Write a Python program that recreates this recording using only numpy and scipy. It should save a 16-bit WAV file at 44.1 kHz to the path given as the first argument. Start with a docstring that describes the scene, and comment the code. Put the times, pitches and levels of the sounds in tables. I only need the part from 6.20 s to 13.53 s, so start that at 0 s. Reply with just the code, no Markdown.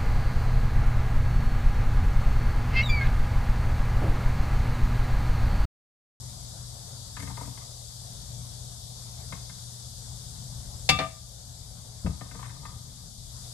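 """Through it all an extractor rumbles and hums, noise rushes in its duct and air hisses on top.
A handful of chopped vegetables drops into a steel saucepan: rough pushes ring damped pan modes.
A few more pieces land; then a steel bowl clanks twice amid dull worktop knocks, all ringing modes.
The first peak over a threshold turns the gain down 3 dB; it is held, then creeps back.
More worktop knocks follow, and with them a second handful lands and tumbles in the pan."""
import sys
import numpy as np
from scipy import signal
from scipy.fft import rfft, irfft, next_fast_len
from scipy.io import wavfile
from scipy.ndimage import uniform_filter1d, map_coordinates

SR = 44100
rng = np.random.default_rng(int(sys.argv[2]) if len(sys.argv) > 2 else 0)


def digitize_waveform(pressure):
    """Quantize a signal to 16-bit integers and store it at the path in sys.argv[1].

    Rows of a 2-D input are taken as channels; values are limited to [-1, 1].
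    """
    field = np.atleast_2d(pressure).T
    bounded = np.clip(field, -1, 1)
    quanta = np.round(bounded * 32767).astype(np.int16)
    wavfile.write(sys.argv[1], SR, quanta)


N = 323253

# Levels are drive levels, spectra are relative shapes: the functions trim, rescale and pan them.
# Pieces landing in the pan: start_s, level_db, upper_modes_db, wall_modes_db, weight_db (thud against level)
PIECE_LANDINGS = [(0.967, -38, 0.5, -6, -10), (1.0, -41.5, 2, -16, 5.5), (1.025, -43, 3, -8, 9.5),
                  (1.073, -40.5, -2.5, -10.5, 3), (1.095, -37.5, -14, -13, -8), (1.106, -43, -13, -9, 3),
                  (1.171, -38, -5, -8.5, -9), (1.18, -41.5, -18, -15, 4), (1.21, -35, -15, -8, 0),
                  (1.249, -49, -0.5, -9, 6), (1.274, -42.5, -12, -14, 6), (1.374, -44.5, -2.5, -8, -2.5),
                  (3.123, -33, -6.5, -10, -4), (3.295, -50, 0.5, -4.5, 3), (5.862, -29.5, -6.5, -9.5, 2.5),
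                  (6.009, -38.5, -3, -3, 8.5), (6.111, -46.5, 3.5, -6, 6.5), (6.148, -36.5, -13, -9, -1.5),
                  (6.191, -40.5, -10, -2, -3), (6.227, -36, -5, -4.5, -14), (6.243, -45, 1, -8, -9),
                  (6.278, -48, -8, -7, -5), (6.295, -50, 3, -5, -3.5), (6.325, -55, -17, -10, 8),
                  (6.428, -44, -20, -7, -0.5), (6.451, -35.5, -9, -2, -14), (6.489, -49, -4, -5, -3),
                  (6.519, -46, -17, -9, -3)]
# Free modes of the saucepan: pitch_hz, level_db, t60_s
PAN_MODES = [(462, 0.5, 0.071), (680, 5.5, 0.055), (778, -3, 0.067), (949, 3.5, 0.062), (1114, 4.5, 0.068),
             (1223, 4.5, 0.12), (1540, 6, 0.023), (1810, 3.5, 0.039), (2107, 5.5, 0.04),
             (2430, -3.5, 0.035), (2580, -2, 0.043), (3190, 0.5, 0.027), (3940, -1, .03)]
# Small pieces rolling and settling after a handful is let go: start_s, hold_s, level_db
TUMBLES = [(0.97, 0.26, -57.5), (6.05, 0.22, -53.5)]
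# Pieces sliding off the fingers: start_s, hold_s, level_db
FINGER_SLIDES = [(0.995, 0.035, -50.5), (1.065, 0.015, -52), (1.17, 0.01, -52), (1.207, 0.012, -52),
                 (1.26, 0.03, -55)]
# The bowl meeting the worktop: start_s, rattle_db, rattle_tilt_db_per_octave, rattle_t60_s
BOWL_CLANKS = [(4.6902, -20.5, 2, 0.071), (4.788, -28, -2, 0.19)]
# Pitches of the bowl's modes: pitch_hz
BOWL_PITCHES = [500, 650, 745, 768, 1192, 1202, 1260, 1556, 1810, 2085, 2307, 2353, 2683, 3436, 3577, 3700,
                4240, 4455, 4552, 4649, 4782, 4975, 5506, 6498, 7063, 7843, 10140, 11060]
# The same bowl modes, a row each: first_clank_db, second_clank_db, t60_s, left_minus_right_db
BOWL_MODES = [(-31, -43, 0.17, 12.5), (-48, -30, 1, 3), (-36, -38, 0.64, 2), (-25, -33, 0.14, 12),
              (-29, -30, 0.71, 7.5), (-30.5, -33, 0.52, 12), (-39.5, -35, 0.35, 4), (-40, -40, 0.23, 8),
              (-39, -39, 0.21, -6), (-27.5, -49, 0.13, 12), (-26, -45, 0.28, 10), (-23, -27, 0.12, 12),
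              (-24, -42, 0.19, 20), (-25, -38, 0.38, -3), (-15.5, -22, 0.093, -3.5), (-28, -42, 0.29, 2),
              (-19, -28, 0.062, 11), (-32, -42, 0.11, 1), (-29, -45, 0.18, 6), (-26.5, -41, .1, 14),
              (-32, -51, .2, 11), (-24, -39, 0.1, 10), (-23, -46, 0.1, 8), (-25.5, -45, 0.068, 17),
              (-29.5, -55, 0.1, 14.5), (-42, -60, 0.39, 13), (-31.5, -59, 0.062, 7), (-35, -62, .07, 4)]
# Colour of the rim rattle: pitch_hz, density_db (per Hz)
RATTLE_COLOUR = [(180, -54), (300, -17), (769, -3.5), (1220, -13.5), (1390, -14), (2320, -1.5), (2520, -11),
                 (2740, -6), (3180, -10.5), (10400, -26.5), (15500, -40)]
# Stereo balance of the rattle: pitch_hz, left_minus_right_db
RATTLE_BALANCE = [(60, 9), (150, 4), (380, 5), (950, 8), (2380, 6.5), (5980, -3), (15000, 5)]
# The bowl comes to rest and the worktop damps it: start_s, fade_s, loss_db
BOWL_REST = (4.865, 0.022, 16.7)
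# Dull knocks on the worktop: start_s, level_db, tilt_db_per_octave
WORKTOP_KNOCKS = [(4.29, -45, -17), (4.336, -52, -10), (4.696, -25.5, 2.5), (4.72, -29.5, 2.5),
                  (4.789, -34.5, 7), (5.847, -21.5, 0), (5.882, -28.5, 0)]
# Free modes of the worktop and stove top: pitch_hz, level_db, t60_s
WORKTOP_MODES = [(50.7, -1.5, 0.17), (69.5, 1.5, 0.66), (86.8, 3, 0.25), (124.2, -1.5, 0.33),
                 (149.8, 6, 0.26), (183.9, 4.5, 0.26), (210, 2, 0.11), (275.4, -1, 0.21),
                 (346.4, -11.5, 0.14), (427.5, -11, 0.13), (530, -8, 0.15)]
# How fast the room dies away: pitch_hz, t60_s
ROOM_DECAY = [(200, 0.43), (1000, 0.35), (3000, 0.36), (10000, 0.14)]
# Colour of the extractor's rumble: pitch_hz, density_db (per Hz)
RUMBLE_COLOUR = [(12, -36), (20, -20), (48, -3), (91, -4.5), (107, -4.5), (123, -4.5), (134, -5.5),
                 (145, -9.5), (165, -9.5), (199, -18.5), (232, -16.5), (290, -30.5), (330, -28.5),
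                 (430, -54), (730, -120)]
# Colour of the air in the duct: pitch_hz, density_db (per Hz)
DUCT_COLOUR = [(160, -22), (280, -8.5), (359, -6.5), (412, 0.5), (451, -5), (544, -0.5), (657, -1),
               (719, 2), (786, -1.5), (851, -2.5), (2100, -15), (2340, -15.5), (3000, -26), (3900, -39),
               (6600, -120)]
# Colour of the high air hiss: pitch_hz, density_db (per Hz)
HISS_COLOUR = [(1590, -48), (2700, -23), (3540, -2.5), (4260, -4), (4680, 0.5), (5540, -2), (7880, -3),
               (11600, -9), (14800, -26.5), (15600, -32)]
# Likeness of the two channels in steady noise, 1 is mono: pitch_hz, likeness
STEREO_LIKENESS = [(25, .8), (60, 1), (180, 0.86), (290, 0.13), (600, 0.33), (1000, -0.039), (1400, 0.058),
                   (9000, -0.038)]
# Stereo balance of the steady and sliding sounds: pitch_hz, left_minus_right_db
STEADY_BALANCE = [(60, 7), (330, 4), (500, 12.5), (2800, 9), (3200, 6), (6000, 5.5), (7900, 8.5),
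                  (8500, 8.5), (12000, 2), (15000, 5.5)]

HUM_HZ, TOP_HZ = 119.9, 15450
CONTACT_T60_S = 0.038  # how long a piece squashes against the steel
LOWER_DB, LOWER_PER_WEIGHT = -6, 0.55  # heavier pieces reach the lower modes more
RING_SHARE, SHARE_PER_WALL_DB = 0.65, 0.02  # share of free ring time under a wet piece; more near the wall
TUMBLE_ATTACK_S, TUMBLE_RELEASE_DB_PER_S = 0.024, 41
SLIDE_ATTACK_S, SLIDE_RELEASE_DB_PER_S = 0.0055, 300
SLIDE_TILT_DB = 7  # brighter than the steady hiss, roughly per octave


def pan_regions():
    """Masks for the pan's upper, lower and side wall modes."""
    upper = octaves(PAN_MODES, 1350) > 0
    lower = octaves(PAN_MODES, 720) < 0
    wall = (octaves(PAN_MODES, 1010) > 0) & ~upper
    return upper, lower, wall


def landings():
    """Soft wet pieces squash and roll on the pan floor: a short rough push rings it; the stove top thuds."""
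    out = np.zeros((2, N))
    t = np.arange(SR // 12) / SR
    upper, lower, wall = pan_regions()
    for s, db, upper_db, wall_db, weight_db in PIECE_LANDINGS:
        lower_db = LOWER_DB + LOWER_PER_WEIGHT * weight_db
        colour_db = db - 3 + upper * upper_db + lower * lower_db + wall * wall_db
        share = max(RING_SHARE + SHARE_PER_WALL_DB * wall_db, 0.1)
        floor = ring(PAN_MODES, colour_db, 1.0, 0.0001, 0.00014, share, size=SR // 10)
        # part of the push is common to both channels
        push = rng.standard_normal(len(t)) + 0.74 * rng.standard_normal((2, len(t)))
        push = push * amp(-60 * t / CONTACT_T60_S) * (1 - np.exp(-t / 0.0027))
        push[:, 0] = 0.5 * np.linalg.norm(push[0])  # the first touch is one clean tap
        landing = signal.fftconvolve(floor, push, axes=1)
        add(out, s, landing * np.linalg.norm(floor) / np.linalg.norm(landing))
        thud_db = db + weight_db - 11.0 + 3 * octaves(WORKTOP_MODES, 157)
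        add(out, s, ring(WORKTOP_MODES, thud_db, 3.8, 0, 0.0054, 0.54, size=SR // 7))
    return out


def tumbling():
    """Many small bumps of uneven strength ring the pan floor, well damped."""
    upper, lower, wall = pan_regions()
    bumps = rng.standard_normal((2, N)) * amp(7.2 * wobble(70))
    floor = ring(PAN_MODES, -5 * upper - 4 * lower - 3 * wall, 0, 0, 0.00053, 0.44, size=SR // 20)
    rolling = unit(signal.fftconvolve(bumps, floor, axes=1)[:, :N])
    return rolling * swell(TUMBLES, TUMBLE_ATTACK_S, TUMBLE_RELEASE_DB_PER_S)


def finger_slides():
    """Friction of pieces leaving the fingers: bright, flickering noise in short swells."""
    skin = rush(HISS_COLOUR, patchy_db=2.0)
    skin = filtered(skin, lambda hz: amp(SLIDE_TILT_DB * np.log2(hz / 6000 + 0.1)))
    level = swell(FINGER_SLIDES, SLIDE_ATTACK_S, SLIDE_RELEASE_DB_PER_S) * amp(2.7 * wobble(120))
    return level * sided(unit(skin), STEADY_BALANCE)


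def pieces():
    """Pan landings and tumbling lean to the left; the slides keep their own balance."""
    return amp([[4], [-4]]) * (landings() + tumbling()) + finger_slides()


def bowl():
    """Each clank rings the bowl's modes under a short noisy rattle of its rim; the worktop then damps it."""
    tones, rattle = np.zeros((2, N)), np.zeros((2, N))
    t = np.arange(SR // 3) / SR
    *clank_db, ring_t60, pan_db = np.transpose(BOWL_MODES)
    port_db = np.outer([0.5, -0.5], pan_db)
    for (s, rattle_db, tilt_db, t60), db in zip(BOWL_CLANKS, clank_db):
        tones[:, round(s * SR):] = 0  # a new contact stops the ring of the last
        modes = np.transpose([BOWL_PITCHES, db, ring_t60])
        add(tones, s, ring(modes, port_db, 0.5, -0.000079, 0.00089))
        scrape = rng.standard_normal(len(t)) + 1.9 * rng.standard_normal((2, len(t)))
        noise = unit(filtered(scrape, lambda hz: amp(
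            along(RATTLE_COLOUR, hz) + tilt_db * np.log2(hz / 1200 + 0.1))))
        fade_db = rattle_db - 60 * np.maximum(t - 0.012, 0) / t60
        add(rattle, s, noise * amp(fade_db) * (1 - np.exp(-t / 0.0016)))
    rest_s, fade_s, loss_db = BOWL_REST
    settled = np.clip((np.arange(N) / SR - rest_s) / fade_s, 0, 1)
    return (tones + sided(rattle, RATTLE_BALANCE)) * amp(-loss_db * settled)


def knocks():
    """Dull blows shake the worktop, whose low modes start in step and die away."""
    out = np.zeros((2, N))
    for s, db, tilt_db in WORKTOP_KNOCKS:
        colour_db = db - 5.0 + tilt_db * octaves(WORKTOP_MODES, 106)
        add(out, s, ring(WORKTOP_MODES, colour_db, 2.5, 0.00037, 0.0049, sense=0.98))
    return amp([[3], [-3]]) * out


def kitchen(x):
    """Room tail of decaying noise: each frequency of the answer dies at its own speed."""
    hz, t, z = signal.stft(rng.standard_normal((2, SR // 2)), SR, nperseg=256)
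    decay = amp(-60 * t / along(ROOM_DECAY, hz)[:, None])
    tail = signal.istft(z * decay, SR, nperseg=256)[1]
    delayed = np.pad(tail, ((0, 0), (220, 0)))  # 5 ms before the room answers
    return signal.fftconvolve(x, delayed / np.linalg.norm(tail[0]), axes=1)[:, :N]


def extractor():
    """Motor hum at twice the mains, rumble, air in the duct and a high hiss, the first three wavering."""
    phase = 2 * np.pi * HUM_HZ * np.arange(N) / SR + 0.2 * wobble(3)
    hum = amp(-44.5 + 0.96 * wobble(2.93)) * np.sin(phase)
    rumble = amp(-45.5 + 2.36 * wobble(2.834)) * rush(RUMBLE_COLOUR, patchy_db=0.07)
    duct = amp(-60 + 1.04 * wobble(4.26)) * rush(DUCT_COLOUR, patchy_db=2.0)
    hiss = amp(-46.0) * rush(HISS_COLOUR, patchy_db=0.8)
    return sided(hum + rumble + duct + hiss, STEADY_BALANCE)


def ring(modes, extra_db, scatter_db, lag_s, attack_s, shorten=1, size=SR // 2, sense=-1):
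    """Damped modes at both ports; with sense -1 neighbours swing oppositely, so close pairs swell and beat."""
    hz, db, t60 = np.transpose(modes)[..., None]
    t = np.arange(size) / SR
    level_db = db + scatter_db * rng.standard_normal(hz.shape) - 60 * t / (t60 * shorten)
    swing = amp(level_db) * sense ** np.arange(len(hz))[:, None]
    gains = amp(np.broadcast_to(extra_db, (2, len(hz))))
    # the lag shifts the right port's sines only
    both = [gain @ (swing * np.sin(2 * np.pi * hz * (t - lag))) for gain, lag in zip(gains, (0, lag_s))]
    return np.array(both) * (1 - np.exp(-t / attack_s))


def rush(spectrum, patchy_db):
    """Turbulent stereo noise of rms 1 with time-frequency patches of random gain."""
    z = signal.stft(rng.standard_normal((2, N + 512)), nperseg=512)[2]
    field = uniform_filter1d(rng.standard_normal(z.shape[1:]), size=6, axis=0)
    field = uniform_filter1d(field, size=14, axis=1)
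    pair = signal.istft(z * amp(patchy_db * unit(field)), nperseg=512)[1][:, :N]

    def mid_side(hz):
        """Coloured mid and side gains that give the wanted likeness."""
        turn = np.arccos(np.clip(along(STEREO_LIKENESS, hz), -1, 1)) / 2
        return amp(along(spectrum, hz)) * [np.cos(turn), np.sin(turn)]

    mid, side = filtered(pair, mid_side)
    return unit(np.array([mid + side, mid - side]))


def swell(rows, attack_s, release_db_per_s):
    """Gain per sample: each (start_s, hold_s, level_db) row rises, holds and dies away."""
    t = np.arange(N) / SR
    gain = np.zeros(N)
    for s, hold_s, db in rows:
        fade_db = release_db_per_s * np.maximum(t - s - attack_s - hold_s, 0)
        gain += np.clip((t - s) / attack_s, 0, 1) * amp(db - fade_db)
    return gain


def wobble(rate):
    """A smooth random curve, rate knots a second."""
    return map_coordinates(rng.standard_normal(int(N * rate / SR) + 4), [np.arange(N) * rate / SR])


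def sided(pair, balance):
    """Split a left minus right balance evenly between the two ports, frequency by frequency."""
    return filtered(pair, lambda hz: amp(np.outer([0.5, -0.5], along(balance, hz))))


def filtered(x, response):
    """x shaped by a gain that depends on frequency."""
    n = x.shape[-1]
    m = next_fast_len(n + 8192)
    return irfft(rfft(x, m) * response(np.fft.rfftfreq(m, 1 / SR)), m)[..., :n]


def along(points, hz):
    """Read a curve of (pitch_hz, value) points on a log frequency axis."""
    f, v = np.transpose(points)
    return np.interp(np.log(hz + 1), np.log(f + 1), v)


def octaves(modes, ref_hz):
    """How far each mode lies above ref_hz."""
    return np.log2(np.array(modes)[:, 0] / ref_hz)


def add(track, s, sound):
    """Lay a sound onto the track at s seconds."""
    k = round(s * SR)
    track[:, k:k + sound.shape[1]] += sound[:, :N - k]


def amp(db):
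    """dB to gain."""
    return 10 ** (np.asarray(db) / 20)


def unit(x):
    """Scaled to rms 1."""
    return x / np.sqrt(np.mean(x ** 2) + 1e-20)


def gain_control(x, above_db, cut_db, attack_s, hold_s, release_s):
    """The first peak over the threshold turns the gain down; it is held, then creeps back."""
    loud = np.flatnonzero(np.abs(x).max(axis=0) > amp(above_db))
    start_s = loud[0] / SR if len(loud) else N  # N lies past the end: no cut
    since = np.arange(N) / SR - start_s
    corners = np.cumsum([0, attack_s, hold_s, release_s])
    return x * amp(-np.interp(since, corners, [0, cut_db, cut_db, 0]))


def scene():
    """All sources, with the room answering the pieces and the bowl."""
    drops, clank = pieces(), bowl()
    room = kitchen(amp(-12) * clank + amp(-8.5) * drops)
    return drops + clank + knocks() + room + extractor()


def record(dry):
    """Gain control, then a steep cut of everything from TOP_HZ up."""
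    held = gain_control(dry, above_db=-12, cut_db=3.0, attack_s=0.12, hold_s=2.15, release_s=0.28)
    return filtered(held, lambda hz: hz < TOP_HZ)


dry = scene()
out = record(dry)
digitize_waveform(out)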